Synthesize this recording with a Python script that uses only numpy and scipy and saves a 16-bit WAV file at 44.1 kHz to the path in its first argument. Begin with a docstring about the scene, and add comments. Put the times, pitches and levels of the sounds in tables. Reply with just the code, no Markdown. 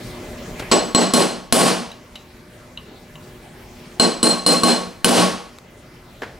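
"""Low workshop air and motor hum, a light tick and knock, then a hammer drives a small chisel into the rim
of a cast wheel hub to stake a bearing: two runs of blows, each building to a hard one. The chisel rings,
hub and bench boom into the room. Between the runs the chisel ticks on the rim; at the end a tool is
put down. A camcorder's gain control flattens the blows and lets the hum creep back."""
import sys
import numpy as np
from scipy import signal
from scipy.fft import rfft, irfft, next_fast_len
from scipy.io import wavfile

SR = 44100
rng = np.random.default_rng(int(sys.argv[2]) if len(sys.argv) > 2 else 0)


def materialize(psi):
    """Save the field psi as 16-bit PCM at rate SR to the path in sys.argv[1].

    A 1-D psi becomes a single channel; in a 2-D psi each row is a channel.
    """
    bounded = np.clip(np.atleast_2d(psi).T, -1, 1)
    quanta = np.round(bounded * 32767).astype(np.int16)
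    wavfile.write(sys.argv[1], SR, quanta)


N = 281973
TIME = np.arange(N) / SR
CHISEL_LOW_HZ, CHISEL_MID_HZ, CHISEL_HIGH_HZ = 4177, 7852, 8850

# Room tone colour. Each row: frequency in Hz, relative density in dB.
AIR_SPECTRUM = [(25, -2.5), (42, 6.5), (80, 1.5), (150, 3.5), (250, -0.5), (400, -2.5), (600, -5),
                (950, -9.5), (2000, -12), (4000, -17.5), (8000, -24), (15500, -30)]
# Room tone width. Each row: frequency in Hz, left-right likeness from 0 to 1.
ROOM_LIKENESS = [(100, 1), (350, 0.97), (600, 0.77), (1000, 0.55), (3000, 0.6), (10000, 0.62)]
# A motor nearby. Each row: pitch in Hz, level in dB.
MOTOR_PARTIALS = [(121, -50.5), (242, -45), (360.7, -46.5), (602.9, -49.5), (1680, -60), (2040, -56.5),
                  (2283, -60)]
# The chisel touches the rim. Each row: start in seconds, ring level in dB, ring tilt in dB per octave,
# scratch level in dB, scratch t60 in seconds.
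RIM_TOUCHES = [(0.594, -30, -4, -25, 0.07), (1.916, -20, 22, -22, .02), (2.1548, -13.5, 23, -21.5, .04),
               (2.7741, -12, 0, -31.5, 0.018), (3.155, -23.5, -4, -33, .03), (5.586, -48, -3, -16, 0.007)]
# The ring of a touch. Each row: pitch in Hz, relative level in dB, t60 in seconds.
TICK_MODES = [(1090, -21.5, 0.19), (2815, -3, 0.022), (3010, -14, 0.085), (3800, -15, 0.023),
              (3920, -14.5, 0.054)]
# Scratch colour. Each row: frequency in Hz, relative density in dB.
SCRATCH_SPECTRUM = [(200, -2.5), (1000, 7), (4500, 2), (9000, -5.5), (15000, -15)]
# Dull contacts with the bench. Each row: start in seconds, level in dB.
BENCH_KNOCKS = [(0.596, -24.5), (0.622, -24), (6.2194, -11), (6.232, -12.5)]
# Knock colour. Each row: frequency in Hz, relative density in dB.
KNOCK_SPECTRUM = [(59, -40), (100, 3.5), (194, -9.5), (425, 2.5), (1300, -10.5), (1530, -0.5), (2000, -13),
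                  (2320, -11), (14000, -41.5)]
# Hammer blows; a glancing contact sizzles, a loose grip lets the chisel ring.
# Each row: start in seconds, force in dB, added sizzle in dB, added chisel ring in dB.
HAMMER_BLOWS = [(0.714, -3.5, -17.5, -2), (0.9479, 5.5, -12, 1), (1.136, 7.5, 6.5, -2),
                (1.5246, 18.5, 13.5, -8), (3.9976, 1.5, -4.5, 3), (4.229, 2.5, 6.5, 8.5),
                (4.4632, 4.5, 10, 4.5), (4.634, 6, 4, 0.5), (5.0451, 21, 11, -11.5)]
# Clang colour. Each row: frequency in Hz, relative density in dB.
CLANG_SPECTRUM = [(40, -32), (115, -17), (180, -3), (330, 4.5), (700, -1), (1000, -8), (1500, -12),
                  (2100, -16), (2800, -12.5), (3500, -15.5), (5100, -14), (6800, -21), (9500, -14.5),
                  (11000, -29.5), (15000, -46.5)]
# The clang's tail in the workshop. Each row: frequency in Hz, t60 in seconds.
ROOM_DECAY = [(100, 0.6), (300, 0.42), (1000, 0.56), (3000, 0.53), (6000, 0.49), (10000, 0.39),
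              (15000, 0.14)]
# Modes of bench, hub and chisel. Each row: pitch in Hz, relative level in dB, longest t60 in seconds.
STRUCK_MODES = [(183.1, -12.5, 0.58), (237.2, -10, 0.52), (305.5, -15, 0.56), (479, -15.5, 0.56),
                (681.5, -17, 0.46), (1106, -10, 0.48), (1530, -23.5, 0.48), (2960, -17, 0.39),
                (4110, -21.5, 0.57), (CHISEL_LOW_HZ, -9, 0.44), (4580, -26, 0.51), (4935, -23.5, 0.41),
                (5470, -27, 0.19), (6215, -26.5, 0.51), (7175, -33, 0.42), (CHISEL_MID_HZ, -11.5, 0.4),
                (9200, -28, 0.39), (CHISEL_HIGH_HZ, -21, 0.35), (7800, -26, 0.3), (9750, -18.5, 0.28),
                (10158, -21.5, 0.28), (11000, -30, 0.26), (13000, -40, 0.32)]
# Each notch favours other chisel modes. Each row: pitch in Hz, boost on the first notch in dB,
# boost on the second in dB, dB gained per dB of sizzle.
NOTCH_SEATING = [(CHISEL_LOW_HZ, -0.9, 0.62, 0.083), (CHISEL_MID_HZ, 0.5, -3, -0.25),
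                 (CHISEL_HIGH_HZ, -3, 1.8, 0.35)]
# Width of clang, scratch and knock. Each row: frequency in Hz, left-right likeness from 0 to 1.
WORK_LIKENESS = [(60, 0.7), (120, 1), (200, 0.88), (400, 1), (600, 0.99), (1000, 0.9), (1700, 0.83),
                 (4000, 0.93), (15000, 0.87)]
# Off-centre sound at two microphone ports. Each row: frequency in Hz, left lead in radians at offset 1.
PORT_LEAD = [(60, -0.54), (180, -0.73), (500, -1.04), (950, -0.78), (1800, -0.52), (4000, -0.38),
             (10000, -0.27)]


def from_db(db):
    """Decibels to gain."""
    return 10 ** (np.asarray(db) / 20)


def rms_one(x):
    """Scale to rms 1."""
    return x / np.sqrt(np.mean(np.abs(x) ** 2) + 1e-20)


def at_hz(points, hz):
    """Read a table on a log-frequency axis."""
    frequencies, values = np.transpose(points)
    return np.interp(np.log(hz), np.log(frequencies), values)


def drift(rate_hz):
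    """A smooth random wobble, rms about 1."""
    step, settle = 40, 2000
    pole = np.exp(-2 * np.pi * rate_hz * step / SR)
    white = rng.standard_normal(N // step + settle + 2)
    slow = signal.lfilter([1], [1, -2 * pole, pole * pole], white)[settle:]
    return np.interp(np.arange(N) / step, np.arange(len(slow)), rms_one(slow))


def dying(times, levels_db, t60, swell_s):
    """Envelope of hits that swell and die away; their powers add."""
    power = np.zeros(N)
    for at, db, rise in zip(times, levels_db, np.broadcast_to(swell_s, len(times))):
        start = int(at * SR)
        age = TIME[:min(N - start, int(2 * t60 * SR))]
        attack = 1 - np.exp(-age / max(rise, 1e-5))
        power[start:start + len(age)] += (from_db(db - 60 * age / t60) * attack) ** 2
    return np.sqrt(power)


def noise_bands(spectrum, likeness=WORK_LIKENESS):
    """Stereo noise in 0.4-octave bands, as (Hz, band); together about rms 1."""
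    edges = np.geomspace(25, 17000, 25)
    centres = np.sqrt(edges[1:] * edges[:-1])
    gains = from_db(at_hz(spectrum, centres)) * np.sqrt(np.diff(edges))
    white = rng.standard_normal((2, 2, N))   # neighbouring bands get unrelated noise
    for k, (hz, gain) in enumerate(zip(centres, gains / np.linalg.norm(gains))):
        bandpass = signal.butter(2, edges[k:k + 2], "band", fs=SR, output="sos")
        mid, side = rms_one(signal.sosfilt(bandpass, white[k % 2]))
        alike = np.clip(at_hz(likeness, hz), 0, 1)
        spread = np.sqrt((1 - alike) / 2) * np.array([side, -side])
        yield hz, gain * (np.sqrt((1 + alike) / 2) * mid + spread)


def tone(hz, scatter, width_hz):
    """A mode heard in a room: reflections make its level and phase wander. Rms 1."""
    phase = 2 * np.pi * (hz * TIME + rng.random())
    in_phase = (1 + scatter * drift(width_hz)) * np.cos(phase)
    return rms_one(in_phase + scatter * drift(width_hz) * np.sin(phase))


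def workshop(air_db=-35, flutter_db=2.5):
    """The bed: gently fluttering room noise and the hum of a motor."""
    bands = noise_bands(AIR_SPECTRUM, ROOM_LIKENESS)
    air = sum(band * from_db(flutter_db * drift(6.3)) for hz, band in bands)
    hum = sum(from_db(db) * tone(hz, scatter=0.27, width_hz=2.25) for hz, db in MOTOR_PARTIALS)
    return from_db(air_db) * air + hum


def chisel_ticks(room_db=-21.5, room_t60=0.43, pivot_hz=3000):
    """The chisel's tip is set on the rim: a scratch and a short ring."""
    starts, ring_db, tilt, scratch_db, scratch_t60 = np.transpose(RIM_TOUCHES)
    swell_s = 0.023 * scratch_t60   # longer scratches start softer
    scratches = sum(dying([at], [db], t60, rise)
                    for at, db, t60, rise in zip(starts, scratch_db, scratch_t60, swell_s))
    out = scratches * sum(band for hz, band in noise_bands(SCRATCH_SPECTRUM))
    for hz, mode_db, t60 in TICK_MODES:
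        level = ring_db + mode_db + tilt * np.log2(hz / pivot_hz)
        direct = dying(starts, level, t60, swell_s)
        room = dying(starts, level + room_db, room_t60, swell_s=0.001)
        out += np.hypot(direct, room) * tone(hz, scatter=0.75, width_hz=190)
    return out


def bench_knocks(room_db=-14.0):
    """A tool lands on the bench in two dull contacts, faintly at the start and louder at the end."""
    starts, db = np.transpose(BENCH_KNOCKS)
    direct = dying(starts, db, t60=0.055, swell_s=0.00089)
    room = dying(starts, db + room_db, t60=0.43, swell_s=0.001)
    return np.hypot(direct, room) * sum(band for hz, band in noise_bands(KNOCK_SPECTRUM))


def blows():
    """The hammer's columns, plus a trim in dB: the bench's boom grows more slowly than the force."""
    starts, force, sizzle, chisel = np.transpose(HAMMER_BLOWS)
    boom = 0.34 - 0.1427 * force
    return starts, force, sizzle, chisel, boom


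def clang(boom_hz=1200, sizzle_hz=10000, build_s=0.0084, echo_s=0.034, echo_db=-7.5, bloom_db=8.5):
    """The crowded modes of hub and bench: a bright crack, early reflections, a boom filling the room."""
    starts, force, sizzle, _, boom = blows()
    out = np.zeros((2, N))
    for hz, band in noise_bands(CLANG_SPECTRUM):
        low = 1 / (1 + (hz / boom_hz) ** 2)
        high = 1 / (1 + (sizzle_hz / hz) ** 6)
        level = force + high * sizzle   # a hard, short contact reaches further up
        body = level + low * boom
        tail = dying(starts, body, at_hz(ROOM_DECAY, hz), swell_s=build_s * low + 0.0025)
        crack = dying(starts, level, t60=0.026, swell_s=0.001) * (1 - low)
        # the first reflections come back together, strongest in the low mids
        bloom = bloom_db * np.exp(-(np.log2(hz / 660) / 0.45) ** 2)
        echo = dying(starts + echo_s, body + echo_db + bloom, t60=0.22, swell_s=0.0045)
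        out += band * np.sqrt(tail ** 2 + crack ** 2 + echo ** 2)
    return out


def mode_drive_db(hz, second_notch_s=2.77):
    """How hard each blow drives a mode, by the part that the mode belongs to."""
    starts, force, sizzle, chisel, boom = blows()
    first_notch = starts < second_notch_s
    for pitch, first_db, second_db, follows in NOTCH_SEATING:
        if abs(hz / pitch - 1) < 0.04:   # the chisel's own modes
            return force + chisel + np.where(first_notch, first_db, second_db) + follows * sizzle
    if hz < 900:   # the bench
        return force + boom
    if hz < 4400:   # the hub rings more from the second notch, next to a spoke
        return force + np.where(first_notch, -2, 1) - 0.046 * force
    if hz < 9000:   # the rim is damped as the edge bites into it
        return force + 2.5 - 0.0456 * force
    return force - 7.5 + 0.9 * sizzle   # the edge


def ringing(direct_db=4.0, tilt_db_per_octave=-1.5):
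    """Each struck mode sounds first as a clean ring, then as its beating, scattered tail in the room."""
    starts = blows()[0]
    out = np.zeros(N)
    for hz, db, t60 in STRUCK_MODES:
        tail_t60 = min(t60, 1.15 * at_hz(ROOM_DECAY, hz))   # no mode rings much longer than the room
        level = db + mode_drive_db(hz)
        clean_db = level + direct_db + tilt_db_per_octave * np.log2(hz / 1000)
        scattered = tone(hz, scatter=1.2, width_hz=8 + 0.35 * np.sqrt(hz))
        clean = np.sin(2 * np.pi * (hz * TIME + rng.random()))
        out += clean * dying(starts, clean_db, t60=0.17, swell_s=1 / hz)
        out += scattered * dying(starts, level, tail_t60, swell_s=0.0016)
    return out


def bench_thuds(trim_db=-25.0):
    """The bench gives under each blow with a short, low thump."""
    starts, force, _, _, boom = blows()
    envelope = dying(starts, force + boom + trim_db, t60=0.05, swell_s=0.0046)
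    return envelope * tone(hz=95, scatter=2.7, width_hz=18)


def at_ports(sound, offset, pan_db):
    """Sound from one side reaches the two close microphone ports out of phase."""
    size = next_fast_len(N + SR // 10)
    hz = np.arange(size // 2 + 1) * SR / size
    lead = offset * at_hz(PORT_LEAD, hz + 1)
    spectrum = rfft(sound, size) * np.exp(0.5j * np.array([lead, -lead]))
    return irfft(spectrum, size)[:, :N] * from_db([[pan_db / 2], [-pan_db / 2]])


def scene():
    """The work on the bench, close by and off to one side, and the room around it."""
    work = at_ports(clang() + ringing() + bench_thuds() + chisel_ticks(), offset=1.11, pan_db=0.34)
    return work + at_ports(bench_knocks() + workshop(), offset=0.23, pan_db=0.5)


def released(db, db_per_s):
    """Catch each peak and let it sink at a steady rate."""
    return np.maximum.accumulate(db + db_per_s * TIME) - db_per_s * TIME


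def gain_control(x, limit_db, slope=1.2, held_db=11.5, sense_s=0.0026, attack_s=0.00011):
    """A fast limiter levels each blow; part of its cut is held and given back over seconds."""
    sense, attack = np.exp(-1 / (SR * np.array([sense_s, attack_s])))
    power = signal.lfilter([1 - sense], [1, -sense], np.mean(x ** 2, axis=0))
    excess = slope * np.maximum(10 * np.log10(power + 1e-12) - limit_db, 0)
    fast = released(excess, db_per_s=249.0)
    slow = released(np.minimum(excess, held_db), db_per_s=2.5)
    cut_db = signal.lfilter([1 - attack], [1, -attack], np.maximum(fast, slow))
    return x * from_db(-cut_db)


def record(dry, headroom=12.0, stopband_hz=16700):
    """The hardest blows overload the preamp; then gain control, rounded peaks and a steep top cut."""
    driven = headroom * np.tanh(dry / headroom)
    limited = np.tanh(gain_control(driven, limit_db=-8.5))
    top_cut = signal.cheby2(14, 60, stopband_hz, fs=SR, output="sos")
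    return signal.sosfilt(top_cut, limited)


dry = scene()
out = record(dry)
materialize(out)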